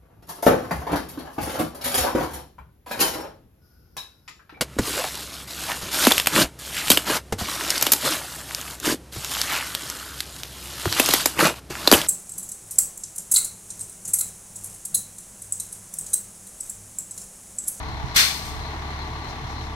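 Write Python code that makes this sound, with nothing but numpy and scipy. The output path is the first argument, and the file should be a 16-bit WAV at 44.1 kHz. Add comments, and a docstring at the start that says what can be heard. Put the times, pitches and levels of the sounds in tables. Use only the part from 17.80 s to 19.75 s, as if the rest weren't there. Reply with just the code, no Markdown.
"""A dump truck's diesel thuds and clatters at idle in a gravel lot while wind nudges the microphone.
Then comes one loud hiss: the air brake valve cracks, blows wide open and dies away as the line empties.
The hiss scatters under the chassis and comes back from parked trucks. The engine runs on:
its exhaust throbs and each firing knocks the block, over steady machine hums and whines."""
import sys
import numpy as np
from scipy import signal
from scipy.fft import rfft, irfft, next_fast_len
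from scipy.io import wavfile
from scipy.ndimage import uniform_filter1d

SR = 44100
rng = np.random.default_rng(int(sys.argv[2]) if len(sys.argv) > 2 else 0)


def wav_out(sig):
    """Save sig, one row per channel (or a flat mono array), as 16-bit PCM at SR to the path in sys.argv[1]."""
    wavfile.write(sys.argv[1], SR, np.round(np.clip(np.atleast_2d(sig).T, -1, 1) * 32767).astype(np.int16))


N = 85995

# The jet of air. Each row: frequency in Hz, left and right base level in dB per Hz.
JET_SPECTRUM = [(151, -66, -65), (300, -67.5, -67.5), (550, -71, -71.5), (976, -60, -60.5),
                (1690, -51.5, -52.5), (2360, -49, -49.5), (3100, -52.5, -57), (3450, -47, -60),
                (4730, -45, -54.5), (5270, -50, -58.5), (6200, -49.5, -52), (7170, -60.5, -56),
                (8800, -58.5, -59), (11000, -57.5, -62), (12900, -61, -59.5), (15500, -67, -64)]
# Narrow peaks and dips that colour the hiss; the highest add a thin, glassy edge.
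# Each row: pitch in Hz, width in Hz, left and right boost or cut in dB.
HISS_PEAKS = [(1110, 58, 4.5, -0.5), (2063, 49, 0, 5.5), (2770, 32, 3.5, 6), (3500, 78, 1.5, -9),
              (4500, 58, 2, -2), (8070, 59, 7, 10), (8450, 210, 7, 5), (10700, 54, 5, -7),
              (11400, 50, 7, 7), (12300, 150, 5, 3)]
# Tones of the exhaust and engine block. Each row: multiple of the crank speed, base level in dB.
EXHAUST_TONES = [(3, -44), (4, -77), (5, -59), (6, -37), (7, -51), (8, -57), (9, -48), (10, -47),
                 (10.5, -53.5), (11, -49.5), (12, -50), (21, -56), (25, -52)]
# The low rumble under those tones. Each row: frequency in Hz, base level in dB per Hz.
RUMBLE_SPECTRUM = [(10, -78), (28, -68), (52, -69), (85, -69), (120, -60.5), (175, -75.5), (300, -80.5),
                   (600, -100), (2000, -140)]
# How the throb and rumble rise and fall. Each row: time in seconds, level change in dB.
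THROB_CURVE = [(0, -0.5), (.3, -1.5), (.5, -7.5), (.7, -0.5), (1.1, -.3), (1.45, -0.5), (1.9, -0.3)]
# The engine's clatter. Each row: frequency in Hz, left and right base level in dB per Hz.
CLATTER_SPECTRUM = [(152, -79, -80.5), (288, -69, -71), (430, -76, -68.5), (536, -76.5, -81),
                    (667, -68.5, -68.5), (853, -64, -67), (1180, -65, -68), (1200, -73, -71),
                    (1600, -73.5, -75), (2054, -71, -71), (2510, -77.5, -81), (3670, -75.5, -94.5),
                    (4560, -81.5, -95.5), (6020, -84, -88), (7500, -95.5, -95.5), (9300, -99, -100),
                    (10900, -97.5, -101), (13400, -102, -103.5), (15500, -109.5, -109.5)]
# How the clatter rises and falls. Each row: time in seconds, level change in dB.
CLATTER_CURVE = [(0, 0.2), (.3, -0.26), (.62, -2), (.9, 1.4), (1.15, 1), (1.35, 0.5), (1.55, 0.2),
                 (1.95, -1)]
# The engine's chirr, a high trill. 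One row: pitch in Hz, rough width in Hz, left and right level in dB.
CHIRR_BAND = (4108, 230, -44.5, -57)
# How the chirr rises and falls. Each row: time in seconds, level change in dB.
CHIRR_CURVE = [(0, -0.5), (.15, 1.5), (.25, -4), (.33, 3), (.76, -3.5), (.87, 5.5), (.98, -7), (1.1, 1),
               (1.22, 3.5), (1.3, -2), (1.5, 1.5), (1.6, -4), (1.84, 2.5), (1.92, -7.5)]
# Steady machine hums and whines, the low ones like a second engine running nearby.
# Each row: pitch in Hz, average level in dB.
HUM_TONES = [(161.5, -50), (215.3, -54.5), (323, -56), (436, -53.5), (952.8, -49.5), (1157, -49)]
# Wind on the microphone. Each row: frequency in Hz, left and right base level in dB per Hz.
WIND_SPECTRUM = [(10, -75, -71), (28, -60, -57), (55, -59, -60), (121, -65, -59), (245, -98, -90),
                 (600, -105, -102), (2000, -140, -140)]
# How the wind rises and falls. Each row: time in seconds, level change in dB.
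WIND_CURVE = [(0, 0), (.28, 0), (.45, -7), (.7, -1), (.9, -11), (1.95, -8.5)]
# Bumps of wind. Each row: middle and half length in seconds, pitch in Hz, left and right peak in dB.
WIND_BUMPS = [(0.245, 0.0054, 117, -40, -17), (0.261, 0.004, 78.6, -26, -26),
              (.361, 0.00195, 93, -21, -20.5)]
# Faint swells of high hiss. Each row: middle and half length in seconds, level change at the peak in dB.
HISS_SWELLS = [(0.295, 0.053, -5), (1.5, .035, 0), (1.713, 0.052, -2.5), (1.84, 0.043, -2)]
# The tone of those swells. Each row: frequency in Hz, left and right base level in dB per Hz.
SWELL_SPECTRUM = [(2000, -115, -115), (5500, -75, -90), (8000, -96, -99), (11000, -96, -100),
                  (15500, -110, -110)]

CRANK_HZ, CYLINDERS = 11.77, 6  # each cylinder fires once in a cycle of two crank turns


def air_valve(scatter_share=0.2, scatter_fade_s=0.0088, treble_hz=6500):
    """A rough jet of air hisses out of the valve; its treble fades first as the pressure drops."""
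    noise = stereo_noise() * undb(0.26 * wander(89.8))
    scattered = reflections(noise, ring_s=np.log(1000) * scatter_fade_s, delay_s=0.001)
    noise = np.sqrt(1 - scatter_share) * noise + np.sqrt(scatter_share) * scattered
    body = shape(noise, lambda hz: 1 / (1 + (hz / treble_hz) ** 4))
    treble = noise - body
    jet = body * air_flow(hold_s=0.048, fall_db_per_s=146.5)
    jet += treble * air_flow(hold_s=0.019, fall_db_per_s=121)
    peaks = lambda hz: 1 + sum((undb([[left], [right]]) - 1) * resonance(hz, pitch, width)
                               for pitch, width, left, right in HISS_PEAKS)
    return shape(colour(jet, JET_SPECTRUM), peaks)


def air_flow(hold_s, fall_db_per_s, crack_s=0.3435, open_s=0.3564, rise_s=0.0081, leak_db=-18.5):
    """The jet's strength: the valve leaks, opens wide and holds, then the pressure runs out."""
    t = times()
    leak = undb(leak_db) * np.clip((t - crack_s) / rise_s, 0, 1)
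    opening = np.clip((t - open_s) / rise_s, 0, 1)
    emptying = undb(-fall_db_per_s * np.maximum(t - open_s - hold_s, 0))
    return np.maximum(leak, opening) * emptying


def with_yard_echoes(sound, low_cut_hz=2760, high_cut_hz=8500):
    """Parked trucks and gravel add a thin, soft tail; a far row of trucks adds one faint echo."""
    thin = shape(sound, lambda hz: 1 / (1 - 1j * low_cut_hz / hz))
    soft = shape(thin, lambda hz: 1 / (1 + 1j * hz / high_cut_hz))
    tail = undb(-12) * reflections(soft, ring_s=0.9, delay_s=0.05)
    echo = undb(-26.5) * delayed(thin, seconds=0.29)
    return sound + tail + echo


def exhaust(turns):
    """The exhaust throbs with tones that follow the crank, over a soft rumble."""
    throb = sum(tone(multiple * turns, db + 1.5 * wander(6.98)) for multiple, db in EXHAUST_TONES)
    rumble = colour(stereo_noise(), RUMBLE_SPECTRUM)
    return (throb + rumble) * undb(curve_db(THROB_CURVE))


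def firing_knocks(cycles, fade_s=0.012, uneven_db=1.6, steady_shake=2):
    """How hard the engine block shakes: each firing adds a knock of its own size that fades fast."""
    firings = cycles * CYLINDERS
    size = undb(uneven_db * rng.standard_normal(256))[firings.astype(int)]
    since_firing_s = firings % 1 / (CRANK_HZ / 2 * CYLINDERS)
    knocks = steady_shake + size * np.exp(-since_firing_s / fade_s)
    return knocks / np.sqrt(np.mean(knocks ** 2))


def clatter(cycles, knocks, repeat_share=0.41):
    """The knocks rattle the block; part of the rattle repeats every engine cycle."""
    sample_in_cycle = (cycles % 1 * 2 * SR / CRANK_HZ).astype(int)
    repeating = rng.standard_normal((3, N))[:, sample_in_cycle]
    fresh = rng.standard_normal((3, N))
    rattle = np.sqrt(repeat_share) * repeating + np.sqrt(1 - repeat_share) * fresh
    return colour(spread(rattle * knocks), CLATTER_SPECTRUM) * undb(curve_db(CLATTER_CURVE))


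def chirr(knocks):
    """A high, narrow band of engine noise pulses with the knocks, swells and flickers."""
    pitch_hz, width_hz, left_db, right_db = CHIRR_BAND
    swell = undb(curve_db(CHIRR_CURVE) + 0.5 * wander(77))
    pulsing = rng.standard_normal((2, N)) * knocks * swell
    band = shape(pulsing, lambda hz: resonance(hz, pitch_hz, 2 * width_hz) ** 2)
    return band / band.std() * undb([[left_db], [right_db]])


def hums(pitch_drift=0.0024, waver_db=1.5):
    """Steady machine hums and whines, each wavering a little in pitch and level."""
    total = np.zeros(N)
    for hz, db in HUM_TONES:
        turns = hz * np.cumsum(1 + pitch_drift * wander(34.7)) / SR
        total += tone(turns, db + waver_db * wander(22.27))
    return total


def wind(gust_db=2.5):
    """Light gusts rumble on the microphone, more on the right, and ease off; a few make brief bumps."""
    strength = undb(curve_db(WIND_CURVE) + gust_db * wander(8.1))
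    rumble = colour(rng.standard_normal((2, N)) * strength, WIND_SPECTRUM)
    bumps = np.zeros((2, N))
    for middle_s, half_s, hz, left, right in WIND_BUMPS:
        wave = np.cos(2 * np.pi * hz * (times() - middle_s))
        bumps -= undb([[left], [right]]) * hump(middle_s, half_s) * wave
    return rumble + bumps


def hiss_swells():
    """A soft, high hiss comes and goes behind the engine."""
    strength = sum(undb(db) * hump(middle_s, half_s) for middle_s, half_s, db in HISS_SWELLS)
    return colour(rng.standard_normal((2, N)) * strength, SWELL_SPECTRUM)


def reflections(sound, ring_s, delay_s):
    """A cloud of tiny echoes, different in each ear, that fades by 60 dB in ring_s seconds."""
    cloud = rng.standard_normal((2, N)) * undb(-60 * times() / ring_s)
    cloud /= np.sqrt(np.sum(cloud ** 2, axis=1, keepdims=True))
    return delayed(signal.fftconvolve(sound, cloud, axes=1)[:, :N], delay_s)


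def delayed(sound, seconds):
    """The same sound, later."""
    return np.array([np.interp(times() - seconds, times(), side, left=0) for side in sound])


def spread(noises, bass_hz=1000, treble_hz=5000):
    """Mix three noises into two ears: they share the bass and differ more and more in the treble."""
    alike = lambda hz: 0.98 * (0.8 / (1 + (hz / bass_hz) ** 4) + 0.2 / (1 + (hz / treble_hz) ** 4))
    shared = shape(noises[0], lambda hz: np.sqrt(alike(hz)))
    separate = shape(noises[1:], lambda hz: np.sqrt(1 - alike(hz)))
    return shared + separate


def stereo_noise():
    """White noise whose bass is alike in both ears."""
    return spread(rng.standard_normal((3, N)))


def colour(noise, table):
    """Give white noise the tone set out in a spectrum table."""
    points_hz, *levels = np.array(table, float).T
    gain = lambda hz: undb([np.interp(np.log(hz), np.log(points_hz), db) for db in levels])
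    return shape(noise, gain) * np.sqrt(SR / 2)


def shape(sound, gain):
    """Filter a sound: multiply each frequency by gain(hz)."""
    size = next_fast_len(N + 8192)
    hz = np.maximum(np.fft.rfftfreq(size, 1 / SR), 1)
    return irfft(rfft(sound, size) * gain(hz), size)[..., :N]


def resonance(hz, pitch_hz, width_hz):
    """A filter with one peak: 1 at its own pitch, less on either side."""
    return 1 / (1 + 1j * (hz / pitch_hz - pitch_hz / hz) * pitch_hz / width_hz)


def tone(turns, db):
    """A pure tone, one wave per turn, at an average (rms) level in dB."""
    return np.sqrt(2) * undb(db) * np.sin(2 * np.pi * (turns + rng.random()))


def wander(rate_hz):
    """A smooth random drift, mostly between -1 and 1."""
    span = int(SR / rate_hz)
    steps = np.repeat(rng.standard_normal(N // span + 2), span)
    return 1.3 * uniform_filter1d(uniform_filter1d(steps, span), span)[:N]


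def hump(middle_s, half_s):
    """A smooth rise to 1 and back down."""
    return np.exp(-((times() - middle_s) / half_s) ** 2)


def curve_db(table):
    """Join a table's times and levels with straight lines."""
    return np.interp(times(), *np.array(table).T)


def undb(db):
    """Turn decibels into a number to multiply by."""
    return 10 ** (np.asarray(db) / 20)


def times():
    """The time of every sample in seconds."""
    return np.arange(N) / SR


def scene(speed_drift=0.003, right_ear_lag_s=0.00019):
    """The truck idles a little to the left and lets out one burst of air; its throb fills the lot."""
    turns = np.cumsum(CRANK_HZ * (1 + speed_drift * wander(5))) / SR
    cycles = turns / 2
    throb = exhaust(turns)
    machines = hums() + hiss_swells()
    knocks = firing_knocks(cycles)
    machines += clatter(cycles, knocks) + chirr(knocks)
    machines += with_yard_echoes(air_valve())
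    ear_delays_s = np.array([[0], [right_ear_lag_s]])
    from_left = shape(machines, lambda hz: np.exp(-2j * np.pi * hz * ear_delays_s))
    return from_left + throb + wind()


def record(dry, ceiling=0.78, top_hz=15650):
    """Round off the loudest peaks and cut the very highest treble."""
    rounded = dry / (1 + (dry / ceiling) ** 4) ** 0.25
    treble_cut = signal.ellip(10, 0.2, 80, top_hz, fs=SR, output="sos")
    return signal.sosfilt(treble_cut, rounded)


dry = scene()
out = record(dry)
wav_out(out)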